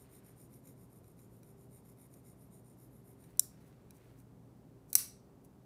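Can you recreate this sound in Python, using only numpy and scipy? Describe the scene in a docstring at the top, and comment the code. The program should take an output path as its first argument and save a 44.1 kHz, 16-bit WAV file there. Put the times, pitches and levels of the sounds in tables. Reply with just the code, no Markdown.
"""A steel folding knife is worked in a small, quiet room over a low ventilation hum.
For three seconds, close by, the blade is rocked on its pivot and hisses by friction on the detent ball;
light contacts tick and skin slides on the handle. At 3.4 s the blade snaps shut, exciting brief modes.
At 4.9 s it is flipped open at arm's length: the detent lets go, the blade strikes its stop and locks,
and the steel rings on faintly while the room reverberates."""
import sys
import numpy as np
from scipy import signal
from scipy.fft import rfft, irfft, next_fast_len
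from scipy.io import wavfile
from scipy.ndimage import map_coordinates

SR = 44100
rng = np.random.default_rng(int(sys.argv[2]) if len(sys.argv) > 2 else 0)


def waveform_to_disk(signal):
    """Save audio, clipped to [-1, 1], as 16-bit WAV at the path in sys.argv[1]."""
    frames = np.transpose(np.atleast_2d(signal))
    scaled = np.clip(frames, -1, 1) * 32767
    samples = np.round(scaled).astype(np.int16)
    wavfile.write(sys.argv[1], SR, samples)


N = 249165

# spectrum of contact noise on steel: f/Hz, relative level/dB
STEEL_SPECTRUM = [(100, -27), (700, -25), (2200, -18.5), (3300, -22.5), (4400, -9.5), (5200, -9.5),
                  (6000, -1), (7200, -6.5), (8200, -0.5), (10000, 1.5), (12300, -0.5), (14000, 0.5),
                  (15000, -0.5)]


def amp(db):
    """Amplitude ratio of a level in decibels."""
    return 10 ** (np.asarray(db) / 20)


def unit(x):
    """Normalisation to an rms of 1."""
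    return x / np.sqrt(np.mean(x ** 2) + 1e-20)


def along(points, hz):
    """Interpolation of (f/Hz, value) points on a logarithmic frequency axis."""
    f, values = np.transpose(points)
    return np.interp(np.log(hz + 1), np.log(f), values)


def filtered(x, response):
    """Linear filtering: the spectrum is multiplied by a frequency response."""
    size = next_fast_len(len(x) + 8192)
    return irfft(rfft(x, size) * response(np.fft.rfftfreq(size, 1 / SR)), size)[:len(x)]


def noise(spectrum, size):
    """Spectral shaping of white noise, at an rms of 1."""
    return unit(filtered(rng.standard_normal(size), lambda hz: amp(along(spectrum, hz))))


def wobble(rate):
    """Smooth random modulation: a spline through `rate` knots a second."""
    knots = rng.standard_normal(int(N * rate / SR) + 4)
    return map_coordinates(knots, [np.arange(N) * rate / SR])


def add(track, start_s, sound):
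    """Superposition of a sound on the track."""
    part = track[round(start_s * SR):][:len(sound)]
    part += sound[:len(part)]


def ventilation(air_db=-60.5, waver_db=2, drift_cycles=0.29):
    """Broadband flow noise plus motor tones, slightly modulated in level and phase."""
    air_spectrum = [(20, -27.5), (38, -16.5), (52, -6), (90, -4.5), (150, 1.5), (250, -3.5), (420, -9.5),
                    (1100, -22), (1700, -31), (3200, -37.5), (6500, -39), (9000, -38), (15000, -39)]  # rush of air: f/Hz, relative level/dB
    motor_tones = [(59, -77), (120, -65.5), (268, -74.5), (394, -74.5)]  # f/Hz, rms level/dB
    t = np.arange(N) / SR
    hum = np.zeros(N)
    for hz, db in motor_tones:
        peak = np.sqrt(2) * amp(db + waver_db * wobble(5))
        hum += peak * np.sin(2 * np.pi * (hz * t + drift_cycles * wobble(4)))
    return amp(air_db) * noise(air_spectrum, N) + hum


def room(x, gap_s, build_s):
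    """Reverberation: a diffuse field builds up after a gap and lasts longest at 2 to 6 kHz."""
    decay_times = [(200, 0.16), (2000, .34), (5500, .36), (8000, .3), (11000, .26), (15000, .22)]  # reverberation time: f/Hz, T60/s
    wall_spectrum = [(200, -8), (1000, 5), (2300, 2.5), (3200, 2), (4300, 1.5), (6000, -6.5), (8200, -1),
                     (11000, -2.5), (15000, -1.5)]  # colour of the reflections: f/Hz, relative level/dB
    hz, t, spectra = signal.stft(rng.standard_normal(SR // 2), SR, nperseg=256)
    decay = amp(-60 * t / along(decay_times, hz)[:, None])
    tail = signal.istft(spectra * decay, SR, nperseg=256)[1]
    tail = filtered(tail, lambda f: amp(along(wall_spectrum, f)))
    since_gap = np.maximum(np.arange(len(tail)) / SR - gap_s, 0)
    tail *= 1 - np.exp(-(since_gap / build_s) ** 2)
    return signal.fftconvolve(x, tail / np.linalg.norm(tail))[:N]


def all_round(source, ring_db, crack_db, directions=3):
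    """Directivity: the knife radiates differently each way, so its modes blur in the reverberation."""
    tails = (room(source(ring_db, crack_db), gap_s=.006, build_s=.017) for _ in range(directions))
    return sum(tails) / np.sqrt(directions)


def early_reflection(x, delay_s, spread_s):
    """Scattering from the table top and hands returns a delayed, smeared copy."""
    t = np.arange(SR // 20) / SR
    scatter = rng.standard_normal(len(t)) * np.exp(-np.abs(t - delay_s) / spread_s)
    return signal.fftconvolve(x, scatter / np.linalg.norm(scatter))[:N]


def ring(modes, rise_s):
    """Damped modes build up while the contact lasts, then decay exponentially."""
    t = np.arange(SR // 2) / SR
    partials = sum(amp(db - 60 * t / t60) * np.sin(2 * np.pi * (hz * t + rng.random()))
                   for hz, db, t60 in modes)
    return partials * (1 - np.exp(-(t / rise_s) ** 2))


def crack(rise_s, hold_s, t60_s):
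    """Impact noise: steel faces chatter for a moment in a broadband burst."""
    t = np.arange(SR // 2) / SR
    attack = 1 - np.exp(-(t / rise_s) ** 2)
    decay = amp(-60 * np.maximum(t - hold_s, 0) / t60_s)
    return noise(STEEL_SPECTRUM, len(t)) * attack * decay


def sliding(grain_db=3):
    """Sliding friction on steel and handle gives grainy noise in Gaussian swells."""
    # fingertips on the steel, blade sweeping in and out: centre t/s, half length/s, level/dB
    slides = [(3.3, .05, -75.5), (3.619, .02, -74), (3.676, 0.0307, -72.5), (3.955, 0.0257, -72),
              (4.057, 0.116, -79.5), (4.199, 0.021, -70.5), (4.905, .018, -64.5), (5.452, 0.0138, -72)]
    grips = [(.15, 0.33, -77.5), (3.3, .12, -78.5), (3.66, 0.18, -77), (4.06, .12, -75)]  # palms shifting on the handle: centre t/s, half length/s, level/dB
    skin_spectrum = [(300, -12), (1000, -3.5), (1500, 2.5), (2400, 0), (3200, -6), (4200, -6), (6000, -14),
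                     (15000, -17.5)]  # friction of the palms: f/Hz, relative level/dB
    friction = np.zeros(N)
    for strokes, spectrum in (slides, STEEL_SPECTRUM), (grips, skin_spectrum):
        t = np.arange(N) / SR
        envelope = sum(amp(db) * np.exp(-((t - centre) / half) ** 2) for centre, half, db in strokes)
        friction += envelope * unit(noise(spectrum, N) * amp(grain_db * wobble(400)))
    return friction


def ticks(gain_db=-7):
    """Light impacts of detent, lock bar and flipper excite the modes of the handle."""
    contacts = [(0.539, -54, -10), (.675, -50.5, -12.5), (1.0424, -58, -4), (1.191, -55, -5),
                (1.4314, -51.5, -5.5), (2.1393, -47.5, -14), (3.2404, -56, -1.5), (3.372, -50, -20),
                (3.907, -44.5, -6.5), (4.2009, -55, -8), (4.939, -39, -7), (5.4476, -53, -15)]  # t/s, relative level/dB, handle knock re contact/dB
    handle_modes = [(1500, -6.5, .02), (2400, -3.5, .025), (3950, -2, .02), (5750, 0.5, .02)]  # f/Hz, relative level/dB, T60/s
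    track = np.zeros(N)
    for start_s, db, knock_db in contacts:
        click = crack(rise_s=.00023, hold_s=.001, t60_s=.014)
        knock = amp(knock_db) * ring(handle_modes, rise_s=.0005)
        add(track, start_s, amp(db + gain_db) * (click + knock))
    return track


def pivot(gain_db=-2, return_db=2.6, grain_db=2.3, vary_db=2.2):
    """Friction of the detent ball drives the blade's resonances, loudest at the speed peak of a swing."""
    resonances = [(2111, 400, -12.5), (3800, 440, -18), (5413, 970, -15.5), (7057, 820, -10.5),
                  (9100, 680, -0.5), (10383, 1100, -9), (11470, 1200, -2.5), (13000, 1500, -8),
                  (14850, 900, -12)]  # rubbed blade: f/Hz, bandwidth/Hz, relative level/dB
    pressure = [(0, -65), (.68, -65.5), (.84, -68.7), (1.35, -71), (1.62, -70.3), (1.76, -66.3),
                (2.7, -68.3), (3.23, -68.3)]  # hand's load on the pivot: t/s, relative rubbing level/dB
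    start_s, swing_s, swings = -0.053, 0.1339, 25
    length_s = swing_s * 1.03  # swings overlap slightly
    t = np.arange(N) / SR
    rubbing = np.zeros(N)
    grain = amp(grain_db * wobble(250))
    for k, grip in enumerate(rng.standard_normal((swings, len(resonances)))):
        def blade_response(f):
            """Resonances add in power; each new grip shifts their weights."""
            return np.sqrt(sum(amp(peak + vary_db * shift) ** 2 / (1 + (2 * (f - hz) / width) ** 2) ** 2
                               for (hz, width, peak), shift in zip(resonances, grip)))

        middle_s = start_s + (k + .5) * swing_s
        during = np.abs(t - middle_s) < length_s / 2
        speed = np.abs(np.cos(np.pi * (t[during] - middle_s) / length_s))
        db = np.interp(middle_s, *np.transpose(pressure)) + return_db * (k % 2)  # returns rub harder
        friction = unit(filtered(rng.standard_normal(len(speed)) * grain[during], blade_response))
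        rubbing[during] += amp(db + gain_db) * speed ** 1.4 * friction
    return rubbing


def closing(ring_db, crack_db):
    """Impact excitation: the ball drops into its hole and pulls the blade against the stop pin."""
    shut_modes = [(1397, -40.5, 0.024), (2915.7, -26, .007), (3924, -20.5, 0.012), (5730, 1.5, 0.0063),
                  (7424, 0.5, .007), (9650, 4, 0.0057), (10593, -4.5, .008), (11900, -8.5, 0.011),
                  (13530, -1, .006)]  # knife with the blade in the handle: f/Hz, relative level/dB, T60/s
    snap = np.zeros(N)
    add(snap, 3.3935, amp(-27) * crack(rise_s=.0007, hold_s=.0016, t60_s=.0165))  # ball drops
    add(snap, 3.3951, amp(ring_db) * ring(shut_modes, rise_s=.00037))
    add(snap, 3.3951, amp(crack_db) * crack(rise_s=.00039, hold_s=.00066, t60_s=.0046))
    return snap


def opening(ring_db, crack_db):
    """Impact and free vibration: the released blade hits its stop, locks and sings on."""
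    open_modes = [(726, -35, 0.027), (1160.4, -33.5, 0.042), (1480, -27.5, 0.031), (1933, -24.5, .025),
                  (2280, -19.5, .02), (2704, -27, 0.03), (4135, -16, 0.027), (5816, 9, 0.0056),
                  (6395, -15.5, .012), (7936, -7.5, 0.024), (8430, -11, 0.021), (9730, 0.5, 0.0171),
                  (10500, -1, .014), (11000, -5.5, .013), (11600, -1, 0.018), (12900, -3.5, .013),
                  (13760, 2, .012), (15000, -4.5, .014)]  # knife with the blade out: f/Hz, relative level/dB, T60/s
    blade_modes = [(5703, -9, 0.39), (8102, -1.5, .25), (9027, -3, .25), (10238, -2, .22), (11694, -5, .22),
                   (12856, -3.5, .25), (13065, -13, .22), (13964, -2, .22), (14600, -6, .18)]  # lightly damped free blade: f/Hz, relative level/dB, T60/s
    snap = np.zeros(N)
    add(snap, 4.9292, amp(-25.5) * crack(rise_s=.0011, hold_s=.00166, t60_s=.011))  # detent lets go
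    add(snap, 4.9532, amp(ring_db) * ring(open_modes, rise_s=.00027))
    add(snap, 4.9532, amp(crack_db) * crack(rise_s=.0006, hold_s=.0013, t60_s=.012))
    add(snap, 4.9535, amp(-46.5) * ring(blade_modes, rise_s=.001))
    return snap


def scene():
    """The direct-to-reverberant ratio falls with distance: nearly dry close by, roomy at arm's length."""
    handling = pivot() + ticks() + sliding()
    near = handling + closing(ring_db=-11, crack_db=-17.5)
    near += amp(-23) * early_reflection(near, delay_s=.009, spread_s=.004)
    far = opening(ring_db=-15, crack_db=-14.5)
    far += amp(-13) * early_reflection(far, delay_s=.00854, spread_s=.0046)
    reverberation = amp(-17) * room(handling, gap_s=.005, build_s=.016)
    reverberation += amp(-20) * all_round(closing, ring_db=-19, crack_db=-12.5)
    reverberation += amp(-8.5) * all_round(opening, ring_db=-18.5, crack_db=-13.5)
    return (near + far + reverberation + ventilation())[None]


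def record(dry):
    """Band limiting: a steep low-pass removes the highest treble."""
    cutoff_hz = 15400
    return np.array([filtered(x, lambda hz: 1 / np.sqrt(1 + (hz / cutoff_hz) ** 160)) for x in dry])


dry = scene()
out = record(dry)
waveform_to_disk(out)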